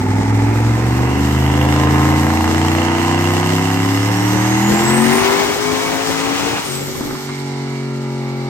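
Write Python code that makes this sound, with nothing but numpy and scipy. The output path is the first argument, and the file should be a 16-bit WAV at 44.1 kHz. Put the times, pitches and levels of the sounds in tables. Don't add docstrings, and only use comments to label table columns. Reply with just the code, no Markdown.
import sys
import numpy as np
from scipy import signal
from scipy.fft import rfft, irfft, next_fast_len
from scipy.io import wavfile
from scipy.ndimage import uniform_filter1d, minimum_filter1d

SR = 44100
rng = np.random.default_rng(int(sys.argv[2]) if len(sys.argv) > 2 else 0)


def put_to_file(sound):
    columns = np.atleast_2d(sound).T
    safe = np.clip(columns, -1, 1)
    whole_steps = np.round(safe * 32767)
    wavfile.write(sys.argv[1], SR, whole_steps.astype(np.int16))


N = 374409
TIME = np.arange(N) / SR
WASTEGATE_OPENS_S, WASTEGATE_TRAVEL_S = 5.1, 0.164
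LIFT_S, THROTTLE_CLOSES_S = 6.57, 0.093
MID_PULL_CYCLES_PER_S, MID_TURBO_HZ = 30, 5000


def from_db(db):
    return np.exp(np.asarray(db) * (np.log(10) / 20))

def rms_one(x):
    return x / np.sqrt(np.mean(x ** 2) + 1e-20)

def in_time(rows):
    seconds, *columns = np.transpose(rows)
    return [np.interp(TIME, seconds, column) for column in columns]

def at_hz(points, hz):
    known, values = np.transpose(points)
    return np.interp(np.log(np.maximum(hz, 1)), np.log(known), values)

def drift(rate, seconds=TIME):
    knots = rng.standard_normal(1500)
    return np.interp(seconds * rate, np.arange(len(knots)), knots)

def ramp(start_s, length_s):
    return np.clip((TIME - start_s) / length_s, 0, 1)

def wave(turns):
    return np.cos((2 * np.pi * (turns - np.floor(turns))).astype(np.float32))

def colour(x, spectrum):
    size = next_fast_len(N + 4096, True)
    gains = from_db(at_hz(spectrum, np.fft.rfftfreq(size, 1 / SR)))
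    return irfft(rfft(x, size) * gains, size)[..., :N]

def band(x, low_hz, high_hz):
    return signal.sosfilt(signal.butter(4, [low_hz, high_hz], "band", fs=SR, output="sos"), x + 1e-18)

def resonance(x, hz, width_hz):
    r = np.exp(-np.pi * width_hz / SR)
    feedback = [1, -2 * r * np.cos(2 * np.pi * hz / SR), r * r]
    return signal.lfilter(np.array([1, 0, -1]) * (1 - r * r) / 2, feedback, x + 1e-18)

def ringing(x, notes):
    return sum(from_db(db) * resonance(x, hz, width) for hz, width, db in notes)

def response_db(broad, waves, hz):
    grid = np.arange(20., 2800)
    ripple = sum(db * np.exp(-((grid - centre) / width) ** 2) for centre, width, db in waves)
    return np.interp(hz, grid, at_hz(broad, grid) + ripple)

def evened(x):
    power = uniform_filter1d(uniform_filter1d(x.mean(axis=0) ** 2, size=4400), size=3000)
    return x / np.sqrt(np.maximum(power, 1e-12))

def panned(left_db):
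    return from_db(left_db * np.array([[.5], [-.5]]))

def stereo(left, right, lag_s=0.00012):
    return np.array([left, np.roll(right, round(lag_s * SR))])

# frequency in Hz, how alike left and right are from 0 to 1.
STEREO_LIKENESS = [(40, 0.19), (150, 0.18), (400, 0.081), (1000, 0.16), (2500, 0.81), (5000, 0.12),
                   (9000, 0.033), (14000, 0.091)]
def stereo_noise(spectrum):
    mid = colour(rng.standard_normal(N), [(hz, 10 * np.log10(1 + c)) for hz, c in STEREO_LIKENESS])
    side = colour(rng.standard_normal(N), [(hz, 10 * np.log10(1 - c)) for hz, c in STEREO_LIKENESS])
    return rms_one(colour(stereo(mid + side, mid - side), spectrum))

def workshop(x, near_db, tail_db, tail_s=0.47):
    age = TIME[:SR // 2]
    near, tail = rng.standard_normal((2, 2, len(age)))
    near = near * np.exp(-age / 0.013) * (age > .0004)
    tail = tail * from_db(-60 * age / tail_s) * (age > .008)
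    echoes = from_db(near_db) * near / np.linalg.norm(near[0])
    echoes += from_db(tail_db) * tail / np.linalg.norm(tail[0])
    return stereo(x, x) + signal.fftconvolve(x[None], echoes, axes=1)[:, :N]

def since_lift(after_s=0):
    return np.maximum(TIME - LIFT_S - after_s, 0)

def released(release_s):
    return 1 - np.exp(-since_lift() / release_s)

def engine_state():
    opened = ramp(WASTEGATE_OPENS_S, WASTEGATE_TRAVEL_S)
    closed = ramp(LIFT_S, THROTTLE_CLOSES_S)
    return opened, closed, -6.5 * (1 - ramp(start_s=7, length_s=0.6))

# time in seconds, force of the exhaust pulses in dB.
PULSE_FORCE = [(0, -1.5), (1.3, 0.5), (1.75, 2), (2.0, 3.5), (2.3, 1.5), (3.0, 2), (3.6, 0), (4.2, -1),
               (4.7, 0.5), (5.2, 3), (5.42, 0.5), (5.56, -3), (6.0, -3), (6.55, -3)]
def effort_db():
    return in_time(PULSE_FORCE)[0]

# cylinder number, middle of its spell in seconds, half its width in seconds, extra dB.
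HARD_FIRING = [(5, 1.75, .25, 5.5), (5, 2.55, .3, 7.5), (5, 3.35, .45, 6.5), (0, 3.65, .55, 6),
               (3, 4.7, .25, 7)]
def hard_firing_db(cylinder, seconds):
    return sum(db * (cylinder == round(which)) * np.exp(-((seconds - centre) / width) ** 2)
               for which, centre, width, db in HARD_FIRING)

# boom in dB, bark in dB, extra travel time in seconds.
FIRING_ORDER = [(7, 2, 0), (-37, -2.5, .0009), (5, -2.5, -.0007), (0.5, -1, .0013), (-11.5, -6, -.0004),
                (7, 3, .0002), (-7.5, -5.5, -.0012), (-2, -6, .0006)]
def firing_pulses(cycles, scatter_db=2.5, jitter_s=.00004):
    count = len(FIRING_ORDER)
    firing = np.arange(1, int(cycles[-1] * count))
    _, level_db, travel_s = np.array(FIRING_ORDER)[firing % count].T
    early_late, weak_strong = rng.standard_normal((len(firing), 2)).T
    seconds = np.interp(firing / count, cycles, TIME) + travel_s + jitter_s * early_late
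    level_db = level_db + hard_firing_db(firing % count, seconds) + scatter_db * weak_strong
    pulses = np.zeros(N)
    pulses[np.clip(seconds * SR, 0, N - 1).astype(int)] = from_db(level_db)
    return pulses

def gas_bursts(cycles, decay_cycles):
    count = len(FIRING_ORDER)
    firing = np.floor(cycles * count).astype(int)
    cylinder = firing % count
    strength = from_db(np.array(FIRING_ORDER)[cylinder, 1] + hard_firing_db(cylinder, TIME))
    return rms_one(strength * np.exp(-(cycles - firing / count) / decay_cycles))

# frequency in Hz, level of the rumble in dB.
RUMBLE_TONE = [(20, -8), (40, 17), (70, -3), (200, -11), (800, -53)]
def workshop_rumble(level_db=-56.5):
    return from_db(level_db) * stereo_noise(RUMBLE_TONE)

# pitch in Hz, width in Hz, level in dB.
BAY_NOTES = [(820, 93, -0.5), (1000, 35, -10), (1367, 37, 1.5), (2120, 67, -1.5), (2244, 55, 3),
             (4300, 680, -9.5), (5500, 100, -9.5)]
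# time in seconds, level of the clatter in dB.
CLATTER_LEVEL = [(0, -65), (1, -43), (2, -63), (6.7, -41.5), (7.2, -38), (7.6, -39.5), (8.49, -39)]
def valve_clatter(cycles):
    ticks = workshop(firing_pulses(cycles, scatter_db=1.0, jitter_s=.00005), near_db=-5, tail_db=9)
    rings = sum(from_db(db) * resonance(resonance(ticks, hz, 2 * width), hz, 2 * width)
                for hz, width, db in BAY_NOTES)
    return from_db(in_time(CLATTER_LEVEL)[0]) * evened(rings)

# pitch in Hz, width in Hz, level in dB.
PANEL_NOTES = [(870, 26, 2), (2090, 84, -18)]
def panel_chatter(cycles, level_db=-27, place_in_cycle=0.23):
    count = np.floor(cycles - place_in_cycle)
    rubs = np.diff(count, prepend=count[0]) * from_db(drift(20))
    ring = ringing(rubs, PANEL_NOTES)
    return rms_one(stereo(ring, ring)) * from_db(level_db) * (1 - ramp(start_s=0.52, length_s=0.33))

# pitch in Hz, width in Hz, level in dB.
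MANIFOLD_NOTES = [(2778, 174, 5), (2960, 57, 1)]
# time in seconds, level of the ticking under throttle in dB.
TICK_LEVEL = [(0, -54), (.8, -48.5), (1.6, -34.5), (2.3, -40), (2.8, -33.5), (3.3, -33), (4.3, -38.5),
              (4.8, -35.5), (5.2, -38), (5.6, -45), (6.5, -37.5)]
def manifold_tick(cycles, uneven_db=1.2, lift_loss_db=15):
    force = gas_bursts(cycles, decay_cycles=0.096) ** 0.88 * from_db(uneven_db * drift(45))
    knocks = force * rng.standard_normal((2, N))
    ring = evened(band(ringing(knocks, MANIFOLD_NOTES), 2640, 3480))
    return ring * from_db(in_time(TICK_LEVEL)[0] - lift_loss_db * released(0.21))

# start in seconds, level of the thud in dB, level of the crack in dB.
FUEL_POPS = [(6.953, -21, -31), (7.009, -12, -21), (7.036, -22, -29), (7.055, -14, -25), (7.076, -18, -24),
             (7.093, -21, -35), (7.109, -20, -23), (7.128, -21, -35), (7.143, -18, -35), (7.152, -30, -26),
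             (7.291, -26, -24), (7.299, -22, -27)]
def exhaust_pops(thud_hz=265, thud_s=0.0085, crack_hz=1000, crack_width_hz=600, crack_s=0.0038):
    thuds, cracks = np.zeros((2, N))
    for start, thud_db, crack_db in FUEL_POPS:
        age = np.maximum(TIME - start, 0)
        thuds -= from_db(thud_db) * np.exp(-age / thud_s) * np.sin(2 * np.pi * thud_hz * age)
        cracks += from_db(crack_db) * np.exp(-age / crack_s) * (TIME >= start)
    gas = resonance(rng.standard_normal(N), crack_hz, crack_width_hz)
    gas = rms_one(resonance(gas, crack_hz, crack_width_hz))
    return workshop(thuds + cracks * gas, near_db=-11, tail_db=-4)

# time in seconds, pitch of the turbo's blades under throttle in Hz.
TURBO_PITCH = [(0, 1970), (1.2, 2825), (2, 3940), (2.6, 4190), (3.2, 4480), (3.7, 4770), (4.1, 5370),
               (4.5, 6470), (4.7, 7040), (5, 8430), (5.2, 9190), (5.35, 9550), (6, 9600), (6.6, 9500)]
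def turbo_hz(slowing_s=0.28):
    return in_time(TURBO_PITCH)[0] * (1 + since_lift(after_s=.055) / slowing_s) ** -.48

def turbo_breath(level_db=-46, width_hz=200, patchy_db=2.5, lift_loss_db=10):
    hz = turbo_hz()
    noise = rng.standard_normal((2, N)) + 1j * rng.standard_normal((2, N))
    eddies = signal.sosfilt(signal.butter(2, width_hz, fs=SR, output="sos"), noise)
    air = rms_one((eddies * np.exp(2j * np.pi * np.cumsum(hz) / SR)).real)
    slow_db = -6 * np.minimum(np.log2(hz / MID_TURBO_HZ), 0)
    return air * from_db(level_db + patchy_db * drift(8) + slow_db - lift_loss_db * released(.5))

# pitch in Hz, level in dB.
WHISTLE_LEVEL = [(4000, -76), (5100, -53), (5900, -47), (6400, -42), (7100, -41), (7500, -40.5),
                 (8100, -33), (8750, -41.5), (9100, -38.5), (9450, -56)]
def turbo_whistle(pure_hz=7800, least_waver=0.0022, most_waver=.05, lift_loss_db=36):
    hz = turbo_hz()
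    opened, closed, _ = engine_state()
    waver = np.clip(least_waver * (pure_hz / hz) ** 4.6, least_waver, most_waver)
    waver += 0.006 * opened * (1 - closed)
    wavering_hz = hz * (1 + waver * drift(170) + waver * drift(40))
    tone = np.sqrt(2) * np.sin(2 * np.pi * np.cumsum(wavering_hz) / SR)
    gain = from_db(at_hz(WHISTLE_LEVEL, hz) - lift_loss_db * released(0.83))
    return workshop(tone * gain, near_db=6, tail_db=7.5)

def flow_gain(level_db, effort, octave_db, wastegate_db, lift_loss_db, release_s):
    opened, _, _ = engine_state()
    driven_db = effort * effort_db() + octave_db * np.log2(turbo_hz() / MID_TURBO_HZ)
    return from_db(level_db + driven_db + wastegate_db * opened - lift_loss_db * released(release_s))

# time in seconds, roughness of
# the exhaust from 0 to 1, gain of the highest hiss in dB, the hiss's lean to the left in dB.
GAS_FLOW = [(0, 0.83, -21.5, 0), (1.5, 0.3, -15, 2.5), (3, 0.3, -18, 1), (4.4, 0.41, -14.5, 1.5),
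            (5, 0.55, -14.5, 3), (5.5, 1, -17, 3.5), (6.55, 0.68, -19.5, 2.5), (6.8, 0.84, -11, 2),
            (7.15, 0.7, -13.5, 3), (7.5, 0.06, -27, 1), (8.49, 0.17, -19, 1)]
# frequency in Hz, level in dB.
HISS_WITH_GAP = [(2500, -2), (3100, 4.5), (3600, 3), (3950, 2.5), (4650, 0.5), (5400, 3), (6050, 0.5),
                 (6900, 1.5), (7600, -1.5), (8100, 2.5), (9200, 0.5), (10400, -7.5), (12000, 13),
                 (16000, -7)]
def air_rush(cycles, throb=0.34, flutter_db=1.5):
    _, top_db, left_db = in_time(GAS_FLOW)
    hiss = stereo_noise(HISS_WITH_GAP)
    body = band(hiss, 3030, 8360)
    top = from_db(top_db + 2.7 * drift(30)) * band(hiss, 9200, 20600)
    air = (body + top) / np.std(body)
    pulsing = rms_one(1 + throb * gas_bursts(cycles, decay_cycles=0.18))
    gain = flow_gain(-30.5, effort=0.29, octave_db=4.5, wastegate_db=-1, lift_loss_db=27.5, release_s=3.5)
    return air * pulsing * gain * from_db(flutter_db * drift(40)) * panned(left_db)

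# frequency in Hz, level in dB.
JET_WITH_GAP = [(500, -30), (1000, -14), (1500, -1.5), (2500, 1), (3500, -3), (5000, -7.5), (6500, -7),
                (9000, -25), (10400, -42), (16000, -13.5)]
def wastegate_jet(level_db=-23.5, flutter_db=2):
    _, _, left_db = in_time(GAS_FLOW)
    flow = ramp(start_s=4.61, length_s=0.83) * (1 - released(0.18))
    gain = from_db(level_db + effort_db() + flutter_db * drift(40))
    return flow * gain * stereo_noise(JET_WITH_GAP) * panned(left_db)

# time in seconds, level of the roar in dB.
ROAR_LEVEL = [(0, -33), (1.2, -31.5), (2.1, -29.5), (2.4, -31), (4.05, -32.5), (4.65, -25.5), (5.15, -23),
              (5.55, -29), (6.4, -26.5), (6.8, -32), (7.05, -30.5), (7.4, -44), (8.49, -43.5)]
# frequency in Hz, level of the roar in dB.
ROAR_TONE = [(25, -44), (45, -14), (80, -10.5), (150, -7.5), (280, -7.5), (420, -6.5), (560, -10),
             (700, -27), (1000, -51.5)]
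def tailpipe_roar(flutter_db=4):
    return from_db(in_time(ROAR_LEVEL)[0] + flutter_db * drift(30)) * stereo_noise(ROAR_TONE)

def firing_phase(multiple, hz):
    _, level_db, travel_s = np.transpose(FIRING_ORDER)
    places = np.arange(len(FIRING_ORDER)) / len(FIRING_ORDER)
    return np.angle(np.sum(from_db(level_db) * np.exp(-2j * np.pi * (multiple * places + hz * travel_s))))

# time in seconds, dB for the boom, dB for the bark and growl.
EXHAUST_LEAN = [(0, -0.5, -4.5), (2, 0.5, -2.5), (4.3, 0.5, -4.5), (4.8, 1, -2.5), (5.3, 19.5, -1),
                (5.8, 22, -1), (6.5, 16, -0.5), (7.1, -1, -7.5), (8.49, 1.8, -2.5)]
# frequency in Hz, gain in dB.
DOWNPIPE_TONE = [(300.0, 2), (400.0, -3.5), (480.0, -5.5), (600.0, -17), (750.0, 1), (880.0, 1),
                 (1050.0, 0.5), (1200.0, -10.5), (1400.0, -17.5), (1700.0, -19), (2100.0, -14), (2600.0, 5)]
# frequency in Hz, half width in Hz, gain in dB.
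DOWNPIPE_PEAKS = [(428, 8.4, -18), (438, 4, 6), (456, 4, -9), (466.0, 3.3, 3.5), (479, 3.1, -5),
                  (506.6, 6, 10), (503, 3.1, -14), (523, 2.8, -15.0), (531.0, 5.6, 6), (546, 12, -12),
                  (597.5, 7, 6.5), (624, 4, 10.5), (670, 3.1, 7), (660.5, 6.2, 3.5), (692, 8.3, -6.5),
                  (787.4, 7.8, -7.5), (826, 11.4, -11), (845, 8.7, -6), (893, 5.1, -4.5), (1004, 16, -2.5),
                  (1047, 12, 3), (1070, 7, 1), (1120, 11, 4.5), (1146, 7, -13), (1208, 11, -3),
                  (1233, 12, 5), (1245, 19, 10), (1370, 12, -10.0), (1390, 12, -3), (1470, 18.3, -16),
                  (1470, 24, -9.0), (1880, 20, 10), (1900, 20, 1), (2114, 18, 13), (2190, 19, 16),
                  (2247, 17, 17), (2440, 20, -15.0)]
# multiple of the cycle rate, then dB when pulling, with the wastegate open and coasting.
GROWL_HARMONICS = [(15.0, -37.5, -40.0, -44), (16.0, -34, -39, -50.5), (17.0, -35.5, -34, -60),
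                   (18.0, -37.5, -38, -39.5), (19.0, -31, -38, -54), (20.0, -41, -34.5, -55),
                   (21.0, -36.5, -35, -44.5), (22.0, -34.5, -41.5, -51), (23.0, -39, -35.5, -59),
                   (24.0, -39, -46, -51), (25.0, -36, -47, -50), (26.0, -42.5, -43.5, -41.5),
                   (27.0, -36.5, -38.5, -51), (28.0, -45.5, -39, -41), (29.0, -38.5, -38, -43),
                   (30.0, -37, -26, -44), (31.0, -43, -47.0, -53), (32.0, -40, -35.0, -43),
                   (33.0, -38, -57.0, -43), (34.0, -44.0, -49, -56.5), (35.0, -42.5, -49, -50),
                   (36.0, -42.5, -51.5, -50.0), (37.0, -45.5, -41, -52), (38.0, -38, -45.0, -49),
                   (39.0, -46, -51, -51.0), (40.0, -47, -52, -49.5), (41.0, -42.0, -52.5, -57),
                   (42.0, -44.5, -37, -50.0), (43.0, -46, -35.5, -42), (44.0, -45, -44.5, -53),
                   (45.0, -40, -40, -38)]
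def exhaust_growl(speed, cycles, level_db=.8, swell_db=1.5, flutter_db=2.2, waver=0.13):
    step = 64
    opened, closed, misfire_db = (curve[::step] for curve in engine_state())
    seconds, speed, push_db = TIME[::step], speed[::step], 1.43 * effort_db()[::step]
    growl = np.zeros(N)
    for multiple, load_db, open_db, coast_db in GROWL_HARMONICS:
        pulling_db = level_db + (1 - opened) * load_db + opened * open_db + push_db
        db = (1 - closed) * pulling_db + closed * (coast_db + misfire_db)
        db += response_db(DOWNPIPE_TONE, DOWNPIPE_PEAKS, multiple * speed)
        db += swell_db * (1 + closed / 2) * drift(4, seconds)
        db += flutter_db * drift(22, seconds)
        phase = firing_phase(multiple, multiple * MID_PULL_CYCLES_PER_S) + 0.61 * rng.standard_normal()
        growl += np.repeat(from_db(db), step)[:N] * wave(multiple * cycles + phase / (2 * np.pi))
    return np.sqrt(2) * stereo(growl, growl) * (1 + waver * drift(14)) * panned(in_time(EXHAUST_LEAN)[1])

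# frequency in Hz, level of the bark in dB.
BARK_TONE = [(260, -31), (450, -32), (600, -4.5), (750, -1), (900, -1), (1080, -3.5), (1200, -1.5),
             (1450, -8), (1600, -12), (1750, -4.5), (2030, -6.5), (2350, -14), (2800, -7), (3150, -8),
             (3700, -20), (5200, -37)]
# pitch in Hz, width in Hz, level in dB.
PIPE_NOTES = [(1600, 27, 0.5), (2077, 150, -5.5)]
# frequency in Hz, the bark's lean to the left in dB.
BARK_SIDES = [(450, 5), (700, 4), (1290, 3.5), (2380, -4), (3400, 0)]
def exhaust_bark(cycles, split_hz=1400, steady_gas=1.2):
    rough = np.clip(in_time(GAS_FLOW)[0], .02, .98)
    cracks = rms_one(workshop(colour(firing_pulses(cycles), BARK_TONE), near_db=-1, tail_db=-1))
    puffs = stereo_noise(BARK_TONE) * rms_one(steady_gas + gas_bursts(cycles, decay_cycles=.055))
    gas = np.sqrt(1 - rough) * cracks + np.sqrt(rough) * puffs
    bark = evened(band(puffs, 510, split_hz))
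    bark *= flow_gain(-32, effort=1.05, octave_db=1, wastegate_db=5.5, lift_loss_db=20, release_s=0.45)
    rasp = evened(band(gas + ringing(gas, PIPE_NOTES), split_hz, 2515))
    rasp *= flow_gain(-30, effort=0.97, octave_db=4, wastegate_db=-4, lift_loss_db=7, release_s=0.05)
    sides = [colour(side, [(hz, sign * db / 2) for hz, db in BARK_SIDES])
             for side, sign in zip(bark + rasp + manifold_tick(cycles), (1, -1))]
    return np.array(sides) * panned(in_time(EXHAUST_LEAN)[1])

# frequency in Hz, gain in dB.
PIPE_TONE = [(40.0, -44.5), (60.0, -27), (80.0, -14), (110.0, -4), (160.0, -11.5), (240.0, -4),
             (285.0, 4.5), (350.0, 5), (450.0, -10), (600.0, -15), (800.0, 1)]
# frequency in Hz, half width in Hz, gain in dB.
PIPE_PEAKS = [(65, 3, -1.5), (78.4, 3, 3.0), (91.4, 1.7, -6), (100.0, 3.6, -3.5), (126.3, 2.6, -5.5),
              (143.94, 1.6, -18), (151.0, 3.5, -7), (165, 2.5, 4.5), (176.5, 2.8, -9.5), (205.3, 5.3, 4.5),
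              (227.7, 3.7, 4.0), (256.7, 4.5, -3), (279.7, 2.6, 2), (289.2, 2.5, -4.0), (413, 6.18, 1),
              (465, 3, 10), (499.5, 11, 9.5), (539, 8.1, 11), (592, 5.3, 5.5), (724.0, 10, -13)]
# multiple of the cycle rate, dB when pulling, dB added to that per doubling of speed,
# dB with the wastegate open, dB when coasting.
BOOM_HARMONICS = [(2.0, -20, -12, -40, -35), (3.0, -10, -12, -30.5, -14), (4.0, -34.5, -2, -55.0, -53),
                  (5.0, -12, -5.5, -32, -25), (6.0, -28.5, -4, -43.5, -33.5), (7.0, -30.5, -13, -42.5, -47),
                  (8.0, -22, -5, -23, -31), (9.0, -33.5, -9, -53, -29.5), (10.0, -34.5, -21.5, -34, -38),
                  (11.0, -27, -7, -40, -39), (12.0, -43, 6, -42.0, -38.5), (13.0, -49.5, -50, -31.5, -30.5),
                  (14.0, -32, 5, -39, -40)]
def exhaust_boom(speed, cycles, delay_cycles=0.1517, right_lag_s=0.0002):
    opened, closed, misfire_db = engine_state()
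    duck_db = -8 * np.exp(-((TIME - LIFT_S - .06) / .045) ** 2)
    push_db = 0.77 * effort_db() + duck_db
    waver = 0.049 + 0.34 * in_time(GAS_FLOW)[0] ** 2
    doublings = np.log2(speed / MID_PULL_CYCLES_PER_S)
    strengths = from_db(np.array(FIRING_ORDER)[:, 0])
    places = np.arange(len(strengths)) / len(strengths) + delay_cycles
    boom = np.zeros((2, N))
    for multiple, load_db, rise_db, open_db, coast_db in BOOM_HARMONICS:
        hz = multiple * speed
        pulling_db = (1 - opened) * (load_db + rise_db * doublings) + opened * open_db
        coasting_db = coast_db + misfire_db * (multiple != len(FIRING_ORDER))
        db = (1 - closed) * pulling_db + closed * coasting_db
        db += push_db + response_db(PIPE_TONE, PIPE_PEAKS, hz)
        gain = np.sqrt(2) * from_db(db) * (1 + waver * drift(30))
        phase = np.angle(-np.sum(strengths * np.exp(-2j * np.pi * multiple * places)))
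        turns = multiple * cycles + phase / (2 * np.pi)
        boom += gain * np.array([wave(turns), wave(turns - hz * right_lag_s)])
    return boom * panned(in_time(EXHAUST_LEAN)[0])

# time in seconds, engine speed in cycles per second.
ENGINE_SPEED = [(0, 19.6), (.2, 20.8), (.6, 22.16), (1, 24.19), (1.2, 25.47), (1.4, 26.3), (2.2, 28.09),
                (2.8, 29.86), (3.2, 31.22), (3.8, 34.2), (4.2, 36.74), (4.6, 40.03), (4.8, 42.45),
                (5.2, 48.16), (5.6, 51.8), (6.58, 57.58), (6.7, 45.94), (6.85, 47.05), (7.2, 47.36),
                (7.4, 46.72), (8.49, 44.88)]
def scene():
    speed, = in_time(ENGINE_SPEED)
    cycles = np.cumsum(speed) / SR - .095
    valve_cycles = cycles + .03
    exhaust = exhaust_boom(speed, cycles) + exhaust_bark(valve_cycles)
    exhaust += exhaust_growl(speed, valve_cycles) + tailpipe_roar()
    air = air_rush(valve_cycles) + turbo_whistle() + turbo_breath() + wastegate_jet()
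    rattles = valve_clatter(valve_cycles) + panel_chatter(valve_cycles)
    return exhaust + air + rattles + exhaust_pops() + workshop_rumble()

def record(dry):
    needed_gain = .9 / np.maximum(np.abs(dry).max(axis=0), .9)
    gain = uniform_filter1d(minimum_filter1d(needed_gain, size=201), size=201)
    return signal.sosfilt(signal.ellip(10, .1, 80, 16000, fs=SR, output="sos"), dry * gain)


dry = scene()
out = record(dry)
put_to_file(out)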